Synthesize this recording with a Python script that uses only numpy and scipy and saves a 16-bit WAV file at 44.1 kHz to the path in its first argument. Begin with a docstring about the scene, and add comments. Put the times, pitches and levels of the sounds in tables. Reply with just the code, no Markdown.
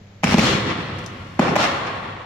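"""Transformer flashover at night

A transformer on a pole flashes over twice, a few dozen metres from a stereo microphone across an open
yard. Each flashover is a cluster of blasts with an arc rasping between them; walls and trees send back
a long rolling echo. Sparks spit in the lull and a low mains hum lies underneath.
The loudest blasts drive the recorder's limiter."""
import sys
import numpy as np
from scipy import signal
from scipy.fft import rfft, irfft
from scipy.io import wavfile
from scipy.ndimage import uniform_filter1d, minimum_filter1d

SR = 44100
rng = np.random.default_rng(int(sys.argv[2]) if len(sys.argv) > 2 else 0)


def to_wav(sig):
    """Store sig (one row per channel, or 1-D mono) as 16-bit WAV at the path in sys.argv[1].

    Samples outside -1..1 are clipped; the rate is SR.
    """
    pcm = np.clip(np.atleast_2d(sig), -1, 1) * 32767
    pcm = np.round(pcm).astype(np.int16)
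    wavfile.write(sys.argv[1], SR, pcm.T)  # frames by channels


N = 99225
T = np.arange(N) / SR

# How alike the two channels are. Each row: frequency in Hz, left-right correlation.
CORRELATION = [(60, 0.96), (150, 1), (280, 0.85), (500, 0.68), (1000, 0.18), (2000, 0.21), (5000, 0)]
# Which way the sound leans at the microphone. Each row: frequency in Hz, left minus right in dB.
BALANCE_DB = [(150, 0), (330, -1.08), (600, 1.1), (1000, 1.3), (2200, -0.1), (5400, 6), (8500, 13.5),
              (13000, 5)]


def blasts():
    """Each blast is a boom and a hollow bang, repeated at once by the ground, and a tearing crack."""
    # Each row: start in seconds, then boom, bang and crack levels in dB.
    shocks = [(0.2348, -16.5, -9, -17), (0.2412, -8, -10, -9), (0.3421, -2, -6, -24), (0.3829, -8, -7, -14),
              (0.3929, -14, -28, -13), (1.3912, -8, -17, -28.5), (1.3940, 0.5, 0, -14.5),
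              (1.5562, -37, -11, -17.5), (1.5629, -16, -1, -12)]
    # Each row: frequency in Hz, relative density in dB.
    crack_spectrum = [(700, 4.5), (1300, -6.5), (1900, 3.5), (2550, 4.5), (3200, -8.5), (3800, -13),
                      (5500, -10), (7000, -15.5), (9000, -29.5), (13000, -25.5)]
    boom_lag_s, ground_lag_s, right_lag_s = 0.00082, 0.0049, 0.00009
    crack_rise_s, crack_decay_s = 0.00053, 0.005
    starts, boom_db, bang_db, crack_db = np.transpose(shocks)
    bang = pressure_pulses(starts, bang_db, edges_hz=(560, 963))
    boom = pressure_pulses(starts + boom_lag_s, boom_db, edges_hz=(152, 276.4))
    front = bang - boom
    front = front + from_db(-5) * delay(front, ground_lag_s)
    tearing = sum(from_db(db) * ramp(start - crack_rise_s, crack_rise_s) * fade(start, crack_decay_s)
                  for start, db in zip(starts, crack_db))
    return np.array([front, delay(front, right_lag_s)]) + tearing * noise(crack_spectrum)


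def pressure_pulses(starts, levels_db, edges_hz):
    """Shock fronts heard through one pass band, each peaking at its level."""
    clicks = np.zeros(N)
    clicks[(starts * SR).astype(int)] = from_db(levels_db)
    return band(clicks, edges_hz) / np.abs(band(1. * (T == 0), edges_hz)).max()


def arcs():
    """The arc rasps, swelling as it stretches and pulsing on each half cycle of the mains."""
    # Each row: start in seconds, length in seconds, level in dB, tilt in dB per octave.
    burns = [(0.226, 0.118, -22.5, 1), (1.406, 0.09, -28.5, -2), (1.612, 0.032, -21, -0.6)]
    # Each row: frequency in Hz, relative density in dB before the tilt.
    rasp_spectrum = [(400, -9.5), (750, 2.5), (1400, -2.5), (2000, 0.5), (2800, -2.5), (3500, -10),
                     (4500, -12), (5400, -10), (7000, -22.5), (9000, -32), (13000, -37)]
    edge_s, growth_db, pulse_hz = 0.02, 8, 99.2
    out = 0
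    for start, length, db, tilt_db in burns:
        gate = ramp(start, edge_s) * fade(start + length, edge_s)
        swell_db = growth_db * (ramp(start, length) - .5)
        rasp = noise([(hz, density + tilt_db * np.log2(hz)) for hz, density in rasp_spectrum])
        out = out + gate * from_db(db + swell_db) * rasp
    return out * (1 + 0.25 * np.cos(2 * np.pi * pulse_hz * T))


def sparks():
    """A few sharp spits over the faint sizzle of falling embers."""
    # Each row: start in seconds, level in dB, left minus right in dB.
    spit_events = [(0.985, -38, 4), (0.991, -40, -3.5), (1.041, -46.5, 8.5), (1.062, -31, 7),
                   (1.074, -52, 6)]
    # Each row: frequency in Hz, relative density in dB.
    hiss_spectrum = [(1500, -7), (3300, 3), (5500, 5), (8500, -11), (12000, -13)]
    spits = sum(from_db(db) * pan(pan_db) * (T >= start) * fade(start, decay_s=0.00337)
                for start, db, pan_db in spit_events)
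    embers = from_db(-57.5) * uniform_filter1d(1. * (T > 1) * (T < 1.4), size=2000)
    hiss = noise(hiss_spectrum)
    return spits * hiss / hiss.std(axis=1, keepdims=True) + embers * hiss


def wall_echoes(x):
    """Walls and tree lines throw the blasts back as separate, blurred and duller repeats."""
    # Each row: delay in seconds, blur in seconds, level in dB, low and high band edges in Hz.
    walls = [(.031, 0.0028, -11.5, 120, 3000), (0.077, .007, -19, 150, 3000),
             (0.087, 0.0062, -11.5, 121, 4500), (.305, .02, -10.5, 1226, 5940)]
    out = 0
    for lag_s, blur_s, db, *edges_hz in walls:
        echo = np.array([delay(channel, lag_s) for channel in smear(x, blur_s)])
        out = out + from_db(db) * band(echo, edges_hz)
    return out


def rolling_echo():
    """Countless small reflections build up, then die: near ones fast, far ones slowly, treble first."""
    # Each row: start in seconds, build-up in seconds, then bass, middle and treble levels in dB.
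    rolls = [(0.237, 0.09, -15.5, -24, -39), (0.368, 0.072, -17.5, -15, -16.5),
             (1.392, 0.026, -19, -12, -31.5), (1.558, 0.055, -36, -12.5, -22)]
    # Each row: frequency in Hz, relative density in dB.
    roll_spectrum = [(30, -33), (55, -16.5), (100, -4), (170, -1.5), (280, -7), (420, -12), (750, -12.5),
                     (1100, -9.5), (1500, -13), (2100, -14), (3500, -14), (6500, -30), (9000, -57),
                     (13000, -52)]
    # The long tail. Each row: frequency in Hz, seconds to fall by 60 dB.
    far_t60 = [(60, 5), (200, 2.01), (900, 2.52), (2500, 2.36), (5500, 1.48), (8000, 0.82), (11000, 0.69)]
    # The early echoes. Each row: frequency in Hz, level against the long tail in dB.
    near_db = [(100, 1.5), (250, -12.5), (1000, -9), (5000, 7), (11000, 13.5)]
    zones_hz = (208, 740, 4500)   # bass, middle, treble
    near_t60_s, echoes_per_s, spread_db, diffuse_share = 0.576, 900, 3, 0.7
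    shape = (2, 2, N)
    echoes = (rng.random(shape) < echoes_per_s / SR) * rng.choice([-1, 1], shape)
    echoes = echoes * from_db(spread_db * rng.standard_normal(shape))
    wash = rng.standard_normal(shape)
    scatter = np.sqrt(1 - diffuse_share) * echoes / echoes.std() + np.sqrt(diffuse_share) * wash
    t, out = T[::20], 0
    for hz, band_noise in noise_bands(roll_spectrum, scatter):
        power = 0
        for start, build, *levels_db in rolls:
            age = np.maximum(t - start - build, 0)
            far = from_db(-60 * age / at_hz(far_t60, hz))
            near = from_db(at_hz(near_db, hz) - 60 * age / near_t60_s)
            gain = from_db(at_hz(list(zip(zones_hz, levels_db)), hz))
            power = power + gain ** 2 * ramp(start, build, t) * (far ** 2 + near ** 2) / 2
        out = out + band_noise * np.interp(T, t, np.sqrt(power))
    return out


def yard(x):
    """The echo comes in clumps and rings at a few pitches between the walls."""
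    # Each row: frequency in Hz, width in Hz, boost or cut in dB.
    resonances = [(105.3, 3.3, 3), (239, 49, 7), (316, 25, 8), (395.56, 17, 10.5), (491.5, 23, 6.5),
                  (666, 61, 2.5), (780, 15, -7), (1107, 135, 2), (1903, 164, 5.5), (2056, 40, 0)]
    clump_db, clumps_per_s = 1.3, 28
    knots = rng.standard_normal(400)
    x = x * from_db(clump_db * np.interp(T * clumps_per_s, np.arange(len(knots)), knots))
    return x + sum((from_db(db) - 1) * signal.lfilter(*signal.iirpeak(hz, hz / width, fs=SR), x)
                   for hz, width, db in resonances)


def clutter(x):
    """Reflections from things close by give the upper range a steady, uneven colour."""
    near = signal.lfilter(*signal.butter(2, 500, "high", fs=SR), smear(x, decay_s=.028))
    gain = from_db(-7.5)
    return (x + gain * near) / np.sqrt(1 + gain ** 2)


def smear(x, decay_s):
    """A rough surface scatters a short dying spray of reflections, its highs different in each channel."""
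    t = T[:SR // 10]
    spray = rng.standard_normal((3, len(t))) * np.exp(-t / decay_s)
    lows = signal.lfilter(*signal.butter(2, 600, fs=SR), spray[2])
    highs = spray[:2] - signal.lfilter(*signal.butter(1, 600, fs=SR), spray[:2])
    response = lows + highs
    response /= np.linalg.norm(response, axis=1, keepdims=True)
    return signal.fftconvolve(x, response, axes=1)[:, :N]


def night():
    """Mains hum in quiet outdoor air."""
    # Each row: frequency in Hz, rms level in dB.
    hum_partials = [(99, -47), (199, -53)]
    # Each row: frequency in Hz, relative density in dB.
    air_spectrum = [(25, 3), (70, -8), (130, 1.5), (300, -9.5), (600, -10), (1000, -17), (2200, -18),
                    (4000, -24.5), (7000, -31.5), (9000, -61), (13000, -42.5)]
    hum = sum(np.sqrt(2) * from_db(db) * np.sin(2 * np.pi * (hz * T + rng.random()))
              for hz, db in hum_partials)
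    return hum + from_db(-48) * noise(air_spectrum)


def noise(spectrum):
    """Steady stereo noise of a given colour, rms 1."""
    hz = np.maximum(np.arange(N // 2 + 1) * SR / N, 1)
    low_cut = np.minimum(hz / spectrum[0][0], 1) ** 2
    mid, side = rfft(rng.standard_normal((2, N)))
    x = irfft(from_db(at_hz(spectrum, hz)) * low_cut * stereo(mid, side, hz), N)
    return x / x.std()


def noise_bands(spectrum, white_pairs):
    """Colour two mid-side pairs of white noise, yielding (Hz, stereo noise) in third octaves."""
    edges_hz = 22 * 2 ** np.arange(0, 9.5, 1 / 3)
    centres_hz = np.sqrt(edges_hz[1:] * edges_hz[:-1])
    gains = from_db(at_hz(spectrum, centres_hz))
    gains = gains / np.sqrt(np.sum(gains ** 2 * np.diff(edges_hz)) * 2 / SR)
    for k, hz in enumerate(centres_hz):
        mid, side = band(white_pairs[k % 2], edges_hz[k:k + 2])
        yield hz, gains[k] * stereo(mid, side, hz)


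def stereo(mid, side, hz):
    """Mid and side to left and right, with the yard's width and lean at that frequency."""
    alike = at_hz(CORRELATION, hz)
    pair = np.sqrt((1 + alike) / 2) * mid + np.sqrt((1 - alike) / 2) * side * np.array([[1], [-1]])
    return pan(at_hz(BALANCE_DB, hz)) * pair


def pan(db):
    """Left and right gains for a level difference."""
    return from_db(np.array([[1], [-1]]) * db / 2)


def from_db(db):
    """Decibels to gain."""
    return 10 ** (np.asarray(db) / 20)


def at_hz(points, hz):
    """Read a table on a log-frequency axis."""
    freqs, values = np.transpose(points)
    return np.interp(np.log(hz), np.log(freqs), values)


def band(x, edges_hz):
    """Causal band-pass."""
    return signal.sosfilt(signal.butter(2, edges_hz, "band", fs=SR, output="sos"), x + 1e-18)


def delay(x, seconds):
    """A mono signal arriving later."""
    return np.interp(T - seconds, T, x, left=0)


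def ramp(start, rise_s, t=T):
    """A straight rise from 0 to 1, then held."""
    return np.clip((t - start) / rise_s, 0, 1)


def fade(start, decay_s):
    """Held at 1 until the start, then an exponential fall."""
    return np.exp(-np.maximum(T - start, 0) / decay_s)


def scene():
    """Blasts, arcs and sparks with their echoes, over the night air."""
    bangs = blasts()
    return bangs + wall_echoes(bangs) + clutter(arcs() + yard(rolling_echo()) + sparks()) + night()


def record(dry):
    """The recorder's fast limiter ducks at each peak, what is left is rounded, and the top is cut."""
    limit_db, release_db_per_s, cutoff_hz = -2, 263.5, 13400
    over_db = np.maximum(20 * np.log10(np.abs(dry).max(axis=0) + 1e-9) - limit_db, 0)
    duck_db = np.maximum.accumulate(over_db + release_db_per_s * T) - release_db_per_s * T
    limited = dry * from_db(uniform_filter1d(minimum_filter1d(-duck_db, size=45), size=45))
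    rounded = limited / (1 + limited ** 6) ** (1 / 6)
    return signal.sosfilt(signal.ellip(10, .2, 80, cutoff_hz, fs=SR, output="sos"), rounded)


dry = scene()
out = record(dry)
to_wav(out)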